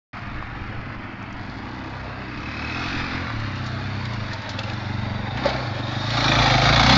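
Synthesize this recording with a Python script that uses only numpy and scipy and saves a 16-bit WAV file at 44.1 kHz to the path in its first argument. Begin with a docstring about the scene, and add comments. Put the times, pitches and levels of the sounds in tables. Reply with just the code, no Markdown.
"""A single-cylinder four-stroke dirt bike comes through tall grass, rounds a dirt corner and passes close.
Each firing sends a puff down the exhaust, which booms and barks, and knocks the engine cases, which
clatter and ping. Loose parts rattle over the ruts and grit ticks against the frame. Underneath are a
faint hum and a light wind buffeting a small microphone, which switches on abruptly."""
import sys
import numpy as np
from scipy import signal
from scipy.io import wavfile
from scipy.ndimage import uniform_filter1d

SR = 44100
rng = np.random.default_rng(int(sys.argv[2]) if len(sys.argv) > 2 else 0)


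def output_pcm(signal):
    """Save a mono or channel-first signal as 16-bit PCM at the path in sys.argv[1].

    Samples are clipped to [-1, 1] before scaling.
    """
    pcm = np.clip(np.atleast_2d(signal).T, -1, 1) * 32767
    wavfile.write(sys.argv[1], SR, np.round(pcm).astype(np.int16))


N = 307377
TIME_S = np.arange(N) / SR


def gain_of(db):
    return 10 ** (np.asarray(db) / 20)


def between(ends, share):
    return ends[0] + (ends[1] - ends[0]) * share


def unit_rms(x):
    return x / np.sqrt(np.mean(x ** 2) + 1e-20)


def steadied(x, size=6000):
    """Divides out the level, averaged over size samples."""
    return x / np.sqrt(abs(uniform_filter1d(x ** 2, size)) + 1e-12)


def curves(rows):
    """One automation curve for each column after the time."""
    times, *columns = np.transpose(rows)
    return [np.interp(TIME_S, times, column) for column in columns]


def eq_curve(points, hz):
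    """Joins the points along a log-frequency axis, as a column."""
    points_hz, values = np.transpose(points)
    return np.interp(np.log(hz + 1), np.log(points_hz + 1), values)[:, None]


def drift(size):
    """A random wander, smoothed over size samples."""
    return unit_rms(uniform_filter1d(uniform_filter1d(rng.standard_normal(N), size), size))


def resonate(x, hz, width_hz):
    """A resonance that can glide: shifts hz down to zero, smooths, and shifts back."""
    turn = np.exp(2j * np.pi * np.cumsum(hz * np.ones(len(x))) / SR)
    pole = np.exp(-np.pi * abs(width_hz) / SR)
    return 2 * (turn * signal.lfilter([1 - pole], [1, -pole], x / turn + 1e-18)).real


def ring(x, hz, width_hz):
    """A resonance with steep skirts and a soft attack."""
    return resonate(resonate(x, hz, 3 * width_hz), hz, width_hz)


# Partials of the hum: pitch_hz, level_db
HUM_PARTIALS = [(96.9, -42.5), (193.8, -45.5), (242.2, -53)]
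# Fader on the whole hum: time_s, gain_db
HUM_FADER = [(.13, -3), (2.3, 0.5), (2.8, -13), (6.97, -24.5)]


def hum():
    """Faint low tones that waver together."""
    wavering_s = np.cumsum(1 + 0.014 * drift(5000)) / SR
    tones = sum(gain_of(db) * np.sin(2 * np.pi * hz * wavering_s) for hz, db in HUM_PARTIALS)
    return gain_of(curves(HUM_FADER)[0]) * np.sqrt(2) * tones


# Gusts on top of the breeze: peak_s, level_db, width_s
WIND_GUSTS = [(.36, -37.5, 0.09), (.56, -37.5, 0.16), (.78, -38, 0.048), (.99, -41.5, 0.06),
              (1.36, -38, 0.041), (2.39, -40, 0.052), (3, -36.5, 0.17), (3.4, -34, 0.056),
              (4.05, -55, 0.046), (4.24, -38, 0.059), (5.1, -43, 0.17), (6.9, -40.5, 0.22)]


def wind(breeze_db=-50):
    """Air buffets the microphone with a lumpy low rumble."""
    rumble = resonate(resonate(rng.standard_normal(N), 39, 78), 24, 87)
    gusts = sum(gain_of(db) * np.exp(-((TIME_S - s) / width) ** 2) for s, db, width in WIND_GUSTS)
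    return (gain_of(breeze_db) + gusts) * steadied(rumble * gain_of(2.0 * drift(2000)), size=12000)


# Spray of grit: time_s, level_db
GRIT_LEVEL = [(.13, -57), (1.1, -63), (1.3, -66), (1.4, -56), (1.6, -55), (1.95, -55.5), (2.2, -61.5),
              (3.3, -53.5), (3.7, -51), (4.3, -57), (4.65, -59), (4.9, -58), (6.97, -58.5)]


def grit(specks_per_s=390, pitch_hz=4300):
    """Specks of uneven size hit the frame, each a tiny treble tick."""
    strikes = rng.random(N) < specks_per_s / SR
    sizes = gain_of(3.5 * np.minimum(rng.exponential(1, N), 3))
    return gain_of(curves(GRIT_LEVEL)[0]) * unit_rms(ring(strikes * sizes, pitch_hz, 870))


# Bright rattles: start_s, level_db, centre_hz, t60_s
BRIGHT_RATTLES = [(1.225, -45, 5770, .025), (1.326, -40, 5500, 0.022), (3.397, -34, 3800, .05),
                  (3.554, -36, 3860, .05), (3.66, -33.5, 4000, 0.11), (4.052, -30, 3640, 0.053),
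                  (4.133, -32.5, 3610, .05), (4.277, -46, 3600, .06), (4.318, -41, 3770, 0.033),
                  (4.331, -26.5, 4300, 0.042), (4.416, -40, 4200, 0.11), (4.49, -29, 4100, 0.11),
                  (4.588, -24.5, 3840, 0.051), (4.633, -28, 3750, 0.037), (4.698, -29, 3500, 0.029),
                  (4.733, -27.5, 3900, 0.024), (5.371, -28, 2599, 0.054), (5.455, -28.5, 4300, 0.054),
                  (5.489, -26, 3300, 0.063), (6.102, -24, 3004, 0.052), (6.169, -30, 3977, .1)]
# Dry clicks: start_s, level_db, pitch_hz, t60_s
DRY_CLICKS = [(0.426, -17, 1110, 0.0082), (3.303, -15, 1200, 0.009), (4.317, -24, 1810, 0.042),
              (4.59, -24, 2650, 0.044), (4.638, -27.5, 2700, .03), (4.698, -27, 2560, .03),
              (5.446, -23, 1160, 0.099)]
# A hard hollow knock, then four softer ones at the firing rate as the throttle opens:
# start_s, level_db, pitch_hz, t60_s
HOLLOW_KNOCKS = [(5.452, -11, 567, 0.031), (5.478, -26, 664, .05), (5.508, -26, 626, .06),
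                 (5.542, -26, 630, 0.036), (5.582, -27, 558, .1)]


def rattles_and_knocks(length=6000):
    """Loose parts rattle over the ruts in noise bursts; clicks ring at once, knocks swell and ring."""
    out, t = np.zeros(N + length), np.arange(length) / SR
    for start_s, db, hz, t60 in BRIGHT_RATTLES:
        noise = rng.standard_normal(length)
        spiky = noise * (1 + abs(np.roll(noise, 99)))
        burst = unit_rms(resonate(ring(spiky, hz, 1800), hz, 3000)) * np.minimum(t / 0.003, 1)
        out[round(start_s * SR):][:length] += gain_of(db - 60 * t / t60) * burst
    for start_s, db, hz, t60 in DRY_CLICKS:
        out[round(start_s * SR):][:length] += gain_of(db - 60 * t / t60) * np.sin(2 * np.pi * hz * t)
    for start_s, db, hz, t60 in HOLLOW_KNOCKS:
        attack = np.minimum(t / 0.0086, 1) ** 1.3
        decay = gain_of(db - 60 * np.maximum(t - .013, 0) / t60)
        out[round(start_s * SR):][:length] += attack * decay * np.sin(2 * np.pi * hz * t)
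    return out[:N]


# Twists of the grip: open_s, shut_s, opening_share
THROTTLE_TWISTS = [(0.12, 1.45, 0.42), (1.438, 3.276, 0.88), (3.798, 3.905, 0.1), (5.336, 5.632, 0.7),
                   (6.106, 6.478, 0.65), (6.44, 6.651, 0.5), (6.63, 7.2, 0.74)]


def throttle(turn_s=0.085):
    """The grip ramps up, holds and ramps down: gas, from 0 (shut) to 1 (wide open)."""
    ramps = [opening * np.clip(np.minimum(TIME_S - open_s, shut_s - TIME_S) / turn_s + .5, 0, 1)
             for open_s, shut_s, opening in THROTTLE_TWISTS]
    return np.max(ramps, axis=0)


# The bike's approach: time_s, close_share
APPROACH = [(.13, 0), (3, 0.078), (4.5, 0.18), (5.3, 0.18), (6.1, 0.73), (6.97, 0.89)]


def nearness():
    """Perspective, from 0 (off in the grass) to 1 (close by)."""
    return curves(APPROACH)[0]


# Engine revs: time_s, firing_hz
REVS = [(.13, 22.18), (.36, 23.58), (.59, 23.59), (1.19, 21.68), (1.44, 24.11), (1.73, 32.19),
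        (1.98, 32.29), (2.28, 31.39), (2.43, 36.09), (2.63, 37.59), (2.87, 46.37), (2.96, 41.81),
        (3.03, 46.66), (3.1, 42.3), (3.23, 46), (3.26, 38.5), (3.39, 36.23), (3.46, 32.98), (3.68, 30.27),
        (3.8, 32.92), (3.92, 33.75), (4.2, 25.71), (4.42, 18.27), (4.56, 19.95), (4.66, 22.77),
        (4.8, 24.07), (5.05, 23.8), (5.29, 23.3), (5.35, 32), (5.62, 31.8), (5.7, 23.5), (5.88, 23.5),
        (6.02, 26.39), (6.16, 30.16), (6.24, 25.28), (6.32, 28.48), (6.4, 28.77), (6.48, 24.48),
        (6.59, 25.73), (6.66, 28.25), (6.82, 28.57), (6.89, 33.24), (6.97, 33.74)]


def firings(gas, uneven_db=(1.1, 1.2)):
    """The cylinder fires once a cycle: gives the rate, the cycle count and a kick of uneven strength."""
    firing_hz = curves(REVS)[0]
    cycles = np.cumsum(firing_hz) / SR + .3 + .007 * drift(1200)
    fires = np.diff(np.floor(cycles), prepend=0) > 0
    kicks = fires * gain_of(between(uneven_db, gas) * rng.standard_normal(N))
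    return firing_hz, cycles, kicks


# Colour of the clatter through the grass: frequency_hz, gain_db
FAR_EQ = [(190, -20.5), (330, 7), (352, -15.5), (385, -4.5), (450, -6.5), (904, -0.5), (1220, -2),
          (1350, -1.5), (1580, -2), (2150, -4), (2930, -14), (4790, -20.5), (7240, -43), (9410, -72),
          (15900, -120)]
# Colour of the clatter close by: frequency_hz, gain_db
NEAR_EQ = [(190, -32), (300, -5.5), (385, -20.5), (499, -4.5), (764, 1.5), (848, 1.5), (928, -6.5),
           (1280, -7), (1620, -8.5), (2260, -10), (2640, -13), (3050, -13.5), (3650, -10.5), (5660, -22.5),
           (7240, -38), (9410, -58), (15900, -120)]
# Small case modes come and go as the bike sways: frequency_hz, spread_db
SWAY_GLINTS = [(400, 3.5), (1500, 1.5), (4500, 3.5), (7500, 2)]
# Outer bands against the midrange rasp: time_s, low_db, treble_db
CLATTER_BALANCE = [(.13, -3.5, -16), (1.2, -2.5, -18.5), (1.5, 0, -13.5), (2.2, 0, -12.5), (2.9, -5, -6.5),
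                   (3.3, -5.5, -11), (4, -2, -8), (5.1, 1.5, -7), (5.28, 1.5, -7), (5.47, 1.5, -6),
                   (5.8, 2.5, -6.5), (6.13, -2, -1.5), (6.55, 1.5, -2.5), (6.97, -1.5, -0.5)]


def clatter(beat, gas, near, load_range=(0.071, 0.17), crossovers_hz=(1100, 3400)):
    """Grainy case noise, coloured by distance, that pulses harder under power and close by."""
    load = np.clip(between(load_range, gas) + .7 * gas * near ** 2, 0, 1)
    grain = gain_of(0.86 * drift(60) + 0.67 * drift(1500))
    noise = (1 - load + load * beat) * grain * rng.standard_normal(N)
    hz, frame_s, spectrum = signal.stft(noise, SR, nperseg=1024)
    close = near[np.clip((frame_s * SR).astype(int), 0, N - 1)]
    spectrum *= gain_of(between((eq_curve(FAR_EQ, hz), eq_curve(NEAR_EQ, hz)), close))
    sway = uniform_filter1d(rng.standard_normal(spectrum.T.shape).T, size=24, axis=1)
    glints = unit_rms(uniform_filter1d(sway, size=2, axis=0))
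    spectrum *= gain_of(eq_curve(SWAY_GLINTS, hz) * glints)
    band = np.digitize(hz, crossovers_hz)[:, None]
    bands = (signal.istft(spectrum * (band == k), SR, nperseg=1024)[1][:N] for k in range(3))
    low, rasp, treble = (steadied(x, size=8000) for x in bands)
    low_db, treble_db = curves(CLATTER_BALANCE)
    return rasp + gain_of(low_db) * low + gain_of(treble_db) * treble


# Case modes heard close by: pitch_hz, width_hz, gain_db
SHELL_MODES = [(752, 64, -15), (816, 89, -13.5), (1301, 220, -4.5), (654, 120, -18.5), (4100, 290, -8.5)]
PIPE_DELAY = round(.011 * SR)  # samples by which the exhaust puff and the shell's ring trail a firing


def shell_ring(knocks, pass_s=6, pass_width_s=0.17):
    """The knocked cases ring; their low modes slide down as the bike goes by."""
    slide = 1 - 0.033 * np.tanh((TIME_S - pass_s) / pass_width_s)
    delayed = np.roll(knocks, PIPE_DELAY)
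    return sum(gain_of(db) * unit_rms(ring(delayed, hz * (slide if hz < 2000 else 1), width))
               for hz, width, db in SHELL_MODES)


# The two plates as they turn to face the microphone: time_s, lower_pitch_hz, lower_db, upper_db
PLATE_PINGS = [(.13, 2430, -14, -6.5), (1.9, 2360, -29, -11.5), (2.5, 2330, -18.5, 4.5),
               (2.75, 2370, -13, 7.5), (2.9, 2360, -3, 2), (3.08, 2360, 0, -1.5), (3.3, 2320, -18, -16),
               (5.3, 2350, -11.5, -17.5), (6.2, 2300, -4.5, -29.5), (6.3, 2420, 5.5, -28),
               (6.45, 2300, 0, -8.5), (6.6, 2200, 1.5, -34), (6.85, 2240, 2.5, -27.5),
               (6.97, 2200, -29, -33)]
# Modes of the upper plate: pitch_hz, width_hz, gain_db
UPPER_PLATE_MODES = [(2552, 59, -2), (5320, 66, -17)]


def cover_plates(kicks, beat, gas, scrape=.45, gain_range_db=(-11.5, -7)):
    """Each firing taps two cover plates, which ping louder as the throttle opens."""
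    lower_hz, lower_db, upper_db = curves(PLATE_PINGS)
    taps = unit_rms(kicks) + scrape * beat * rng.standard_normal(N)
    upper = sum(gain_of(db) * steadied(ring(taps, hz, width)) for hz, width, db in UPPER_PLATE_MODES)
    lower = steadied(ring(taps, lower_hz, 95))
    return gain_of(between(gain_range_db, gas)) * (gain_of(upper_db) * upper + gain_of(lower_db) * lower)


# Gear whistle against the rasp: time_s, pitch_hz, gain_db
GEAR_WHISTLE = [(2.7, 4840, -50), (2.9, 5010, -29), (3.15, 5010, -21), (3.3, 5070, -47)]


def gear_whistle():
    """A gear whistles at high revs: a very narrow band of noise."""
    pitch_hz, gain_db = curves(GEAR_WHISTLE)
    return gain_of(gain_db) * unit_rms(ring(rng.standard_normal(N), pitch_hz, 25))


# Whine against the rasp: time_s, gain_db
WHINE_FADER = [(.13, -46), (3.2, -23.5), (3.5, -19), (5.4, -13.5), (5.8, -13), (5.86, -5), (5.93, -11),
               (6.01, -1), (6.1, -8), (6.28, -5), (6.5, -18), (6.97, -31.5)]


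def metal_whine(knocks, pitch_hz=3715):
    """The engine's knocks keep one thin metal mode singing."""
    return gain_of(curves(WHINE_FADER)[0]) * steadied(ring(knocks, pitch_hz, 60))


# Level of the rasp, which all the case layers ride on: time_s, level_db
CASE_LEVEL = [(0.15, -37.5), (1.53, -40.5), (2.35, -38), (2.88, -31), (3.2, -32), (3.35, -35), (3.56, -36),
              (4.3, -37.5), (4.32, -35), (4.36, -37.5), (4.61, -36.5), (4.95, -38), (5.31, -37.5),
              (5.44, -32.5), (5.46, -27), (5.5, -31.5), (5.71, -37), (6.09, -34), (6.18, -26),
              (6.22, -26.5), (6.46, -22.5), (6.6, -25.5), (6.69, -20.5), (6.71, -23.5), (6.94, -19),
              (6.96, -21.5)]


def engine_cases(cycles, kicks, gas, near, uneven_db=1.8):
    """The firing and, half a cycle on, the valves beat the cases; uneven under power close by."""
    firing = 1.8 * np.exp(-((cycles % 1) / 0.36) ** 2)
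    valves = 0.92 * np.exp(-((cycles + .5) % 1) / 0.26)
    per_cycle = rng.standard_normal(N)[cycles.astype(int)]
    beat = (firing + valves) * gain_of(uneven_db * gas * near ** 2 * per_cycle)
    body = clatter(beat, gas, near)
    knocks = 0.49 * unit_rms(kicks) + beat ** 0.96 * rng.standard_normal(N)
    metal = near * shell_ring(knocks) + cover_plates(kicks, beat, gas) + metal_whine(knocks)
    return gain_of(curves(CASE_LEVEL)[0]) * (body + metal + gear_whistle())


# Low pipe modes: ratio_to_boom_pitch, width_hz, gain_db
BOOM_MODES = [(1.008, 18.5, 10.5), (1.14, 12, -6)]


def pipe_boom(puffs, firing_hz, gas, near, pitch_range_hz=(103.6, 118.2), idle_hz=21.9):
    """Puffs ring the low pipe modes, whose pitch lifts with throttle and, up to a limit, with revs."""
    rev_lift_hz = 0.89 * np.minimum(firing_hz - idle_hz, 3.9)
    turn_lift_hz = 13 * near ** 2  # the pipe turns sideways as the bike nears
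    boom_hz = between(pitch_range_hz, gas) + rev_lift_hz + turn_lift_hz
    boom = 0
    for ratio, width, db in BOOM_MODES:
        front = resonate(puffs, ratio * boom_hz, width_hz=62)  # an attack of a few ms
        boom += gain_of(db) * resonate(front, ratio * boom_hz, width)
    return steadied(boom)


# One low bark mode, then two high ones: pitch_hz, width_hz, gain_db
BARK_MODES = [(200.5, 60, 0), (269.8, 48, 4.5), (317.6, 56, 2.5)]


def pipe_bark(puffs, boom, gas, near, crest_range=(0.45, 0.047)):
    """The upper pipe modes give a low and a high bark; the top mode fades under power close by."""
    low, mid, top = (gain_of(db) * resonate(ring(puffs, hz, width), hz, 2 * width)
                     for hz, width, db in BARK_MODES)
    crests = boom ** 2 - uniform_filter1d(boom ** 2, size=400)  # strong waves steepen: an octave up
    crest_share = between(crest_range, gas)
    low_bark = steadied(crest_share * crests + (1 - crest_share) * steadied(low))
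    high_bark = steadied(gain_of(-17 * gas * near ** 2) * top - mid)
    return low_bark, high_bark


def crank_tone(cycles, gas, gain_range_db=(-18, 3.5)):
    """The crank turns twice a cycle and sounds as a tone under load."""
    tone = np.sin(4 * np.pi * cycles + 1.0) + 0.046 * np.sin(2 * np.pi * cycles)
    return gain_of(between(gain_range_db, gas) + 1.9 * drift(2500)) * tone


# Exhaust mix, barks set against the boom: time_s, boom_db, low_bark_db, high_bark_db
EXHAUST_MIX = [(0.15, -42, -7, -6), (0.3, -34.5, -7, -16), (0.41, -39.5, -7, -9.5),
               (0.53, -37.5, -13, -7.5), (0.85, -35.5, -5.5, -11.5), (1.08, -42.5, -7.5, 0.5),
               (1.16, -39.5, -3, -9.5), (1.89, -41, -3.5, 3), (1.93, -38.5, -10.5, -12),
               (2.29, -39.5, -4, -5), (2.99, -34, -3, -3.5), (3.11, -39.5, 3, 0.5), (3.2, -32.5, -4.5, 0),
               (3.26, -37.5, -1, -11), (3.33, -29.5, -10, -8.5), (4.17, -29, -7.5, -17),
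               (4.36, -32.5, -8, -30), (4.45, -37, -8, -12), (4.54, -32, -6.5, -9),
               (4.66, -30.5, -7.5, -21), (4.86, -30.5, -6.5, -27), (4.92, -28, -6.5, -20),
               (5.16, -28, -5, -25), (5.25, -31.5, -3, -11), (5.33, -28, -13, -17), (5.42, -33, 0.5, -2),
               (5.65, -29, -12.5, -13), (5.91, -29.5, -9, -8.5), (6.14, -26, -12.5, -14),
               (6.2, -27, -17, -3), (6.3, -23.5, -13, -6), (6.73, -20.5, -13.5, -15), (6.96, -21, 2.5, -8)]


def exhaust(firing_hz, cycles, kicks, gas, near, rough_range=(.12, .22), turbulence_range=(.25, .3)):
    """Each firing thumps through the pipe as a puff, roughened by noise."""
    gulps = np.diff(np.floor(cycles + .5), prepend=0) > 0  # an open throttle gulps air half a cycle later
    puffs = -np.roll(unit_rms(kicks) + 0.19 * gas * unit_rms(gulps), PIPE_DELAY)
    noise_share = 1 - .6 * gas * near ** 2  # cleaner under power close by
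    grass_blur = .55 * np.clip(1 - (TIME_S / 1.9) ** 4, 0, 1)  # gone by 1.9 s
    stumble = .1 * np.maximum(23 - firing_hz, 0)  # rougher below 23 firings a second
    roughness = between(rough_range, gas) * noise_share + grass_blur + stumble
    puffs += roughness * rng.standard_normal(N)
    boom = pipe_boom(puffs, firing_hz, gas, near)
    turbulence = between(turbulence_range, gas) * noise_share * rng.standard_normal(N)
    low_bark, high_bark = pipe_bark(puffs + turbulence, boom, gas, near)
    boom_db, low_db, high_db = curves(EXHAUST_MIX)
    bark = gain_of(low_db) * low_bark + gain_of(high_db) * high_bark
    return gain_of(boom_db) * (boom + bark + crank_tone(cycles, gas))


def scene():
    """The bike over wind and hum, in mono. Every range setting runs from throttle shut to wide open."""
    gas, near = throttle(), nearness()
    firing_hz, cycles, kicks = firings(gas)
    engine = exhaust(firing_hz, cycles, kicks, gas, near) + engine_cases(cycles, kicks, gas, near)
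    return (engine + rattles_and_knocks() + grit() + wind() + hum())[None]


def record(dry, on_s=.131, ceiling=.8, cutoff_hz=7450):
    """The small microphone switches on, rounds off the peaks and loses the top treble."""
    switch = np.clip((TIME_S - on_s) / .002, 0, 1)
    rounded = ceiling * np.tanh(dry / ceiling)
    lowpass = signal.firwin(511, cutoff_hz, window=("kaiser", 9), fs=SR)
    return signal.oaconvolve(rounded * switch, lowpass[None], "same")


dry = scene()
out = record(dry)
output_pcm(out)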